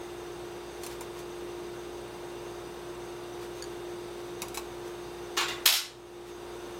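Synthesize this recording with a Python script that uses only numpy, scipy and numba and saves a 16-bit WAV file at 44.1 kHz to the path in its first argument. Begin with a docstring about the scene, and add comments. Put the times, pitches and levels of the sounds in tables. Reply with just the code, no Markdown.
"""Chopsticks in a kitchen

A refrigerator hums and whines in a hard-walled kitchen; further off, crockery is set down, then clashes
and rattles. Nearby, chopsticks pick green onion off a small ceramic plate, tap the plate and tick against
a glass. Each impact gives a brief click and excites the damped modes of the vessel struck.
An automatic gain control ducks after the clash and creeps back."""
import sys
import numpy as np
from scipy import signal
from scipy.fft import rfft, irfft, next_fast_len
from scipy.io import wavfile
from scipy.ndimage import uniform_filter1d, map_coordinates
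from numba import njit

SR = 44100
rng = np.random.default_rng(int(sys.argv[2]) if len(sys.argv) > 2 else 0)


def transcribe(signal):
    """Save signal, clipped to [-1, 1], as a 16-bit WAV file at the path in sys.argv[1]."""
    frames = np.atleast_2d(signal).T
    limited = np.clip(frames, -1, 1)
    pcm = np.round(limited * 32767).astype(np.int16)
    wavfile.write(sys.argv[1], SR, pcm)


N = 299439

# chopstick taps on the plate: t/s, relative level/dB, relative push on the counter/dB, pitch ratio
PLATE_TAPS = [(.865, -25.5, -29, 1.05), (1.0096, -27, -27, .93), (1.191, -39, -38, 0.97),
              (4.4197, -18, -18.5, 0.99), (4.484, -32.5, -38, 1), (4.5734, -18.5, -19, 1.03)]


def amp(db):
    """Amplitude ratio of a level in decibels."""
    return 10 ** (np.asarray(db) / 20)


def unit(x):
    """Normalisation to an rms of 1."""
    return x / np.sqrt(np.mean(x ** 2) + 1e-20)


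def along(points, hz):
    """Interpolation of (f/Hz, value) points on a logarithmic frequency axis."""
    f, v = np.transpose(points)
    return np.interp(np.log(hz + 1), np.log(f + 1), v)


def wobble(rate):
    """Random modulation: a smooth curve through `rate` Gaussian values a second."""
    knots = rng.standard_normal(int(N * rate / SR) + 4)
    return map_coordinates(knots, [np.arange(N) * rate / SR])


def filtered(x, response):
    """Linear filtering: the spectrum of x times a frequency response."""
    size = next_fast_len(len(x) + SR // 10)
    return irfft(rfft(x, size) * response(np.fft.rfftfreq(size, 1 / SR)), size)[:len(x)]


def shaped(x, spectrum):
    """Spectral shaping of x by (f/Hz, level/dB) points, at unit rms."""
    return unit(filtered(x, lambda f: amp(along(spectrum, f))))


def add(track, s, sound):
    """Superposition of a sound on the track at s seconds."""
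    part = track[round(s * SR):][:len(sound)]
    part += sound[:len(part)]


def ring(modes, t, scatter_db):
    """Free vibration: exponentially damped modes, with new strengths and phases at each blow."""
    return sum(amp(db + scatter_db * rng.normal() - 60 * t / t60)
               * np.sin(2 * np.pi * (hz * t + rng.random())) for hz, db, t60 in modes)


def room(x, wet_db):
    """Reverberation: direct sound plus the kitchen's diffuse tail, whose top treble dies first."""
    # reverberation time: f/Hz, T60/s
    decay_times = [(300, 0.23), (1500, 0.44), (4000, 0.32), (8000, 0.33), (15000, 0.2)]
    hz, t, spectra = signal.stft(rng.standard_normal(SR // 2), SR, nperseg=256)
    decay = amp(-60 * t / along(decay_times, hz)[:, None])
    tail = signal.istft(spectra * decay, SR, nperseg=256)[1]
    return x + amp(wet_db) * signal.fftconvolve(x, tail / np.linalg.norm(tail))[:len(x)]


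def refrigerator_hum(shaft_hz=58.57, buzz_hz=119.97, buzz_db=-60.5, waver_db=1.16, drift_rad=0.21):
    """Forced vibration: the shaft slips just behind the mains; the iron buzzes at twice the mains rate."""
    # compressor tones: multiple of the shaft rate, level/dB
    shaft_orders = [(1, -59), (6, -43), (7, -54), (8, -62)]
    # fan tones, the lowest two beating: f/Hz, level/dB
    fan_tones = [(445.6, -63), (449.3, -59), (772.5, -66), (940.7, -63)]
    shaft = [(order * shaft_hz, db) for order, db in shaft_orders]
    overtones = [(k * buzz_hz, buzz_db - 6.5 * np.log2(k / 6)) for k in range(6, 14)]  # -6.5 dB/octave
    hum, t = np.zeros(N), np.arange(N) / SR
    for hz, db in shaft + [(buzz_hz, buzz_db)] + overtones + fan_tones:
        amplitude = np.sqrt(2) * amp(db + waver_db * wobble(5.5))
        phase = 2 * np.pi * (hz * t + rng.random()) + drift_rad * wobble(1.8)
        hum += amplitude * np.sin(phase)
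    return hum


def refrigerator_air(level_db=-46):
    """Broadband flow noise: air moved by the fan."""
    # spectrum of the air: f/Hz, relative level/dB
    spectrum = [(20, -17), (40, -9), (80, -8), (110, -1), (195, -0.5), (250, -4), (330, 3.5), (550, 0.5),
                (950, -4), (2000, -11), (3500, -14), (5500, -19), (10000, -27), (15800, -29)]
    return amp(level_db) * shaped(rng.standard_normal(N), spectrum)


def refrigerator_whine(waver_db=0.5):
    """Narrow-band noise: the machine whines in thin bands, each wavering in level."""
    # bands of whine: f/Hz, half-width/Hz, level/dB
    bands = [(2768, 17, -67), (3630, 150, -62.5), (4400, 10, -74), (4776, 5.5, -70), (6007, 44, -66.5),
             (6430, 4.5, -68), (8145, 170, -66.5), (9190, 49, -71), (9520, 40, -73.5), (10580, 60, -78),
             (11930, 120, -73.5)]
    whine = np.zeros(N)
    for hz, width, db in bands:
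        band = filtered(rng.standard_normal(N), lambda f: 1 / (1 + ((f - hz) / width) ** 2))
        whine += unit(band) * amp(db + waver_db * wobble(2.84))
    return whine


def crockery(contacts, modes, spectrum, level_db, ring_db, crack_t60, rise_s, wet_db):
    """Impacts in the reverberant field: each cracks and rings the dishes, low-passed at its own cut-off."""
    out, t = np.zeros(N), np.arange(SR * 2 // 3) / SR
    for s, db, cutoff_hz in contacts:
        crack = shaped(rng.standard_normal(len(t)), spectrum) * amp(-60 * t / crack_t60)
        tone = amp(ring_db) * ring(modes, t, scatter_db=4.0)
        hit = (crack + tone) * (1 - np.exp(-t / rise_s))
        hit = filtered(hit, lambda f: 1 / (1 + .5j * f / cutoff_hz) ** 2)
        add(out, s, amp(db + level_db) * room(hit, wet_db))
    return out


def dish_set_down():
    """Damped impact: a dish meets a counter across the room, thuds and rings briefly."""
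    # contacts: t/s, relative level/dB, cut-off f/Hz
    knocks = [(5.367, -22, 9000), (5.373, -13.5, 7000), (5.385, -16.5, 3500), (5.407, -16.5, 5000),
              (5.482, -21, 7000), (5.503, -23.5, 2200)]
    # modes of the dish: f/Hz, relative level/dB, T60/s
    modes = [(1104, -3, .15), (1414, -2, 0.13), (1454, -2, 0.11), (1700, -15, .2), (2810, 5.5, 0.073),
             (3510, 4.5, 0.11), (3820, 1, 0.11), (6400, -8, .15), (7300, -3, 0.14)]
    # spectrum of dish against counter: f/Hz, relative level/dB
    thud_spectrum = [(150, -33), (350, -3), (600, -9), (850, -1), (1150, -0.5), (2100, -1), (3000, -3),
                     (4200, -1.5), (5200, -5), (7200, -7.5), (8500, -14), (15800, -14)]
    return crockery(knocks, modes, thud_spectrum, level_db=-4, ring_db=-22.5,
                    crack_t60=0.042, rise_s=0.002, wet_db=3.0)


def crockery_clash(graze_lead_s=0.003, graze_db=-10.5, flight_s=0.0145, restitution=0.9, loss_db=2.5):
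    """Inelastic bouncing: after a graze, each clash rattles on in ever quicker, weaker contacts."""
    # clashes: t/s, relative level/dB, cut-off f/Hz
    clashes = [(5.659, -1.5, 15500), (5.723, -6, 15500)]
    # modes of the crockery: f/Hz, relative level/dB, T60/s
    modes = [(845, -9, .25), (1105, -7, .2), (1395, -8, .2), (1493, -8, .2), (1738, -8, .25),
             (2812, -3, .22), (2862, -3, .22), (2962, -1, .3), (3514, -4, .2), (3752, 1, .25),
             (3869, -2, .2), (3932, -1, .25), (4084, -2, .2), (4122, 0, .3), (4322, -2, .3), (4673, -2, .2),
             (4803, 1, .28), (5428, -2, .3), (6433, -9, .25), (6631, -6, .3), (6945, -3, .25),
             (8273, -8, .25), (8958, -8, .22), (11250, -7, .22), (12260, -7, .22), (12910, -8, .2)]
    # spectrum of the contact: f/Hz, relative level/dB
    crack_spectrum = [(200, -28), (500, -14), (850, -5.5), (1500, -8), (2100, -4), (3000, 0.5), (4000, 2),
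                      (5200, 3), (6000, -2.5), (7200, -3), (10000, -6), (12700, -1.5), (15800, -11)]
    first_s, first_db, first_hz = clashes[0]
    graze = [(first_s - graze_lead_s, first_db + graze_db, first_hz)]
    delays = np.append(0, np.cumsum(flight_s * restitution ** np.arange(3)))
    rattle = [(s + delay, db - loss_db * k, hz) for s, db, hz in clashes for k, delay in enumerate(delays)]
    return crockery(graze + rattle, modes, crack_spectrum, level_db=-1.5, ring_db=-32.0,
                    crack_t60=0.028, rise_s=0.0018, wet_db=4.5)


def onion(stir_db=-59, half_length_s=0.044, grain_db=1.5):
    """Friction noise: short, grainy scrapes as the tips gather the onion, with a few faint stirs."""
    # pushes through the onion: t/s, level/dB
    pushes = [(0.848, -46.5), (0.922, -47), (1.195, -52), (3.434, -50.5), (3.584, -53), (4.575, -50),
              (4.876, -54), (6.285, -52)]
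    # spans of rummaging on the plate: start t/s, end t/s
    rummages = [(0.6, 1.27), (4.2, 4.4)]
    # spectrum of the scrape: f/Hz, relative level/dB
    spectrum = [(400, -20), (1100, 4), (3000, 3), (8000, -3), (15000, -10)]
    t = np.arange(N) / SR
    stirs = [(s, stir_db) for start, end in rummages for s in rng.uniform(start, end, size=2)]
    strokes = [amp(db) * np.exp(-2 * ((t - s) / half_length_s) ** 2) for s, db in pushes + stirs]
    envelope = np.sqrt(sum(stroke ** 2 for stroke in strokes))  # incoherent sounds add in power
    grains = rng.standard_normal(N) * amp(grain_db * wobble(500))
    return envelope * shaped(grains, spectrum)


def counter(level_db=-18, t60=0.15, rise_s=0.00099):
    """Force transmission: each tap pushes the plate against the counter, giving a short, dull knock."""
    # spectrum of the knock: f/Hz, relative level/dB
    spectrum = [(80, -20), (200, 1), (350, -18), (650, -2), (900, 6), (1150, 4.5), (1500, -22), (2300, -5),
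                (5000, -26)]
    out, t = np.zeros(N), np.arange(SR // 4) / SR
    for s, _, db, _ in PLATE_TAPS:
        envelope = amp(db + level_db - 60 * t / t60) * (1 - np.exp(-t / rise_s))
        add(out, s, envelope * shaped(rng.standard_normal(len(t)), spectrum))
    return out


def chopsticks(contacts, modes, level_db, snap_db, click_db, click_t60, scatter_db, scatter_t60, wet_db):
    """Impulse excitation: a hard tip snaps and rings a vessel; nearby surfaces scatter the click."""
    out, t = np.zeros(N), np.arange(SR // 3) / SR
    tip_band = signal.butter(2, [1000, 13500], "band", fs=SR, output="sos")
    for s, db, tilt_db_per_octave, pitch in contacts:
        envelope = amp(click_db - 60 * t / click_t60) + amp(scatter_db - 60 * t / scatter_t60)
        click = envelope * rng.standard_normal(len(t))
        add(click, 0, [amp(snap_db)])  # the instant of contact
        add(click, 0.0029, [amp(snap_db - 9)])  # its first reflection
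        tone = ring(modes, pitch * t, scatter_db=1.5)  # the pitch shifts with grip and point of contact
        hit = tone + signal.sosfilt(tip_band, click)
        hit = filtered(hit, lambda f: amp(tilt_db_per_octave * np.log2((f + 500) / 6000)))
        add(out, s, amp(db + level_db) * room(hit, wet_db))
    return out


def glass_tick(start_s=3.624, tick_db=-24.5, tilt_db_per_octave=-3, bounce_s=0.017, loss_db=8):
    """Impact and rebound: a chopstick ticks against the filled glass and bounces once."""
    # modes of the glass: f/Hz, relative level/dB, T60/s
    modes = [(1660, -11, 0.045), (4470, -2, 0.029), (4650, 1, 0.027), (6745, -3, 0.041), (7000, -6, .035),
             (8800, -6, 0.027), (10680, -8, .02)]
    contacts = [(start_s + k * bounce_s, tick_db - k * loss_db, tilt_db_per_octave, 1) for k in range(2)]
    return chopsticks(contacts, modes, level_db=-10, snap_db=6, click_db=-5, click_t60=0.0045,
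                      scatter_db=-12, scatter_t60=0.04, wet_db=-14)


def glaze_slips(slip_s=0.0038, jitter=0.15, fade_db=12):
    """Stick-slip friction: skidding tips give uneven, fading blows (t/s, level/dB, pitch ratio)."""
    # skids over the glaze: t/s, duration/s, relative level of the first slip/dB, pitch ratio
    skids = [(0.835, .018, -30.5, 1.1), (4.545, 0.02, -27.5, 1)]
    slips = []
    for s, length, db, pitch in skids:
        gaps = slip_s * np.exp(jitter * rng.standard_normal(size=12))
        slips += [(s + t, db - fade_db * t / length, pitch) for t in np.cumsum(gaps) - gaps[0] if t < length]
    return slips


def plate_clicks(rebound_s=0.0075, loss_db=11, firm_db=-17):
    """Modal ringing: skids and taps, each tap rebounding once, excite the plate; light ones sound thin."""
    # modes of plate and stick: f/Hz, relative level/dB, T60/s
    modes = [(1094, 3, 0.065), (2235, -0.5, 0.05), (2523, 4.5, 0.045), (3900, 3.5, 0.051),
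             (5060, -5, 0.047), (5320, -8, .035), (5870, -2, 0.086), (6800, -2, 0.052), (7700, 2, 0.038),
             (8500, -6, 0.032), (9600, -2, .035), (10260, -4, .04), (12200, -14, 0.032), (13300, -17, .035)]
    taps = [(s + k * rebound_s, db - k * loss_db, pitch) for s, db, _, pitch in PLATE_TAPS for k in range(2)]
    # a firm tap tilts up by 1.1 dB/octave; each decibel lighter adds 0.13 dB/octave
    contacts = [(s, db, 1.1 + 0.13 * (firm_db - db), pitch) for s, db, pitch in taps + glaze_slips()]
    return chopsticks(contacts, modes, level_db=-20, snap_db=22, click_db=11, click_t60=0.0054,
                      scatter_db=0.5, scatter_t60=0.094, wet_db=-12)


def scene():
    """Superposition: all sources add in one channel."""
    impacts = plate_clicks() + glass_tick() + dish_set_down() + crockery_clash()
    refrigerator = refrigerator_hum() + refrigerator_air() + refrigerator_whine()
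    return (impacts + refrigerator + counter() + onion())[None]


@njit
def held(need, hold, release):
    """Peak detection: follow rises at once, wait `hold` samples, then fall by `release` per sample."""
    out, level, wait = np.zeros(len(need)), 0.0, 0.0
    for i in range(len(need)):
        if need[i] > level:
            level, wait = need[i], hold
        elif wait > 0:
            wait -= 1
        else:
            level = max(level - release, 0.0)
        out[i] = level
    return out


def record(dry, threshold_db=-22, hold_s=0.11, release_db_per_s=14, attack_s=0.013, top_hz=15900):
    """Automatic gain control: loud sound is turned down and the gain recovers slowly; then a band limit."""
    x = dry[0]
    level_db = 10 * np.log10(np.abs(uniform_filter1d(x ** 2, size=512)) + 1e-12)
    excess_db = np.maximum(level_db - threshold_db, 0)
    cut_db = held(excess_db, hold_s * SR, release_db_per_s / SR)
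    step = 1 / (attack_s * SR)
    cut_db = signal.lfilter([step], [1, step - 1], cut_db)  # one-pole smoothing
    return filtered(x * amp(-cut_db), lambda f: f < top_hz)[None]


dry = scene()
out = record(dry)
transcribe(out)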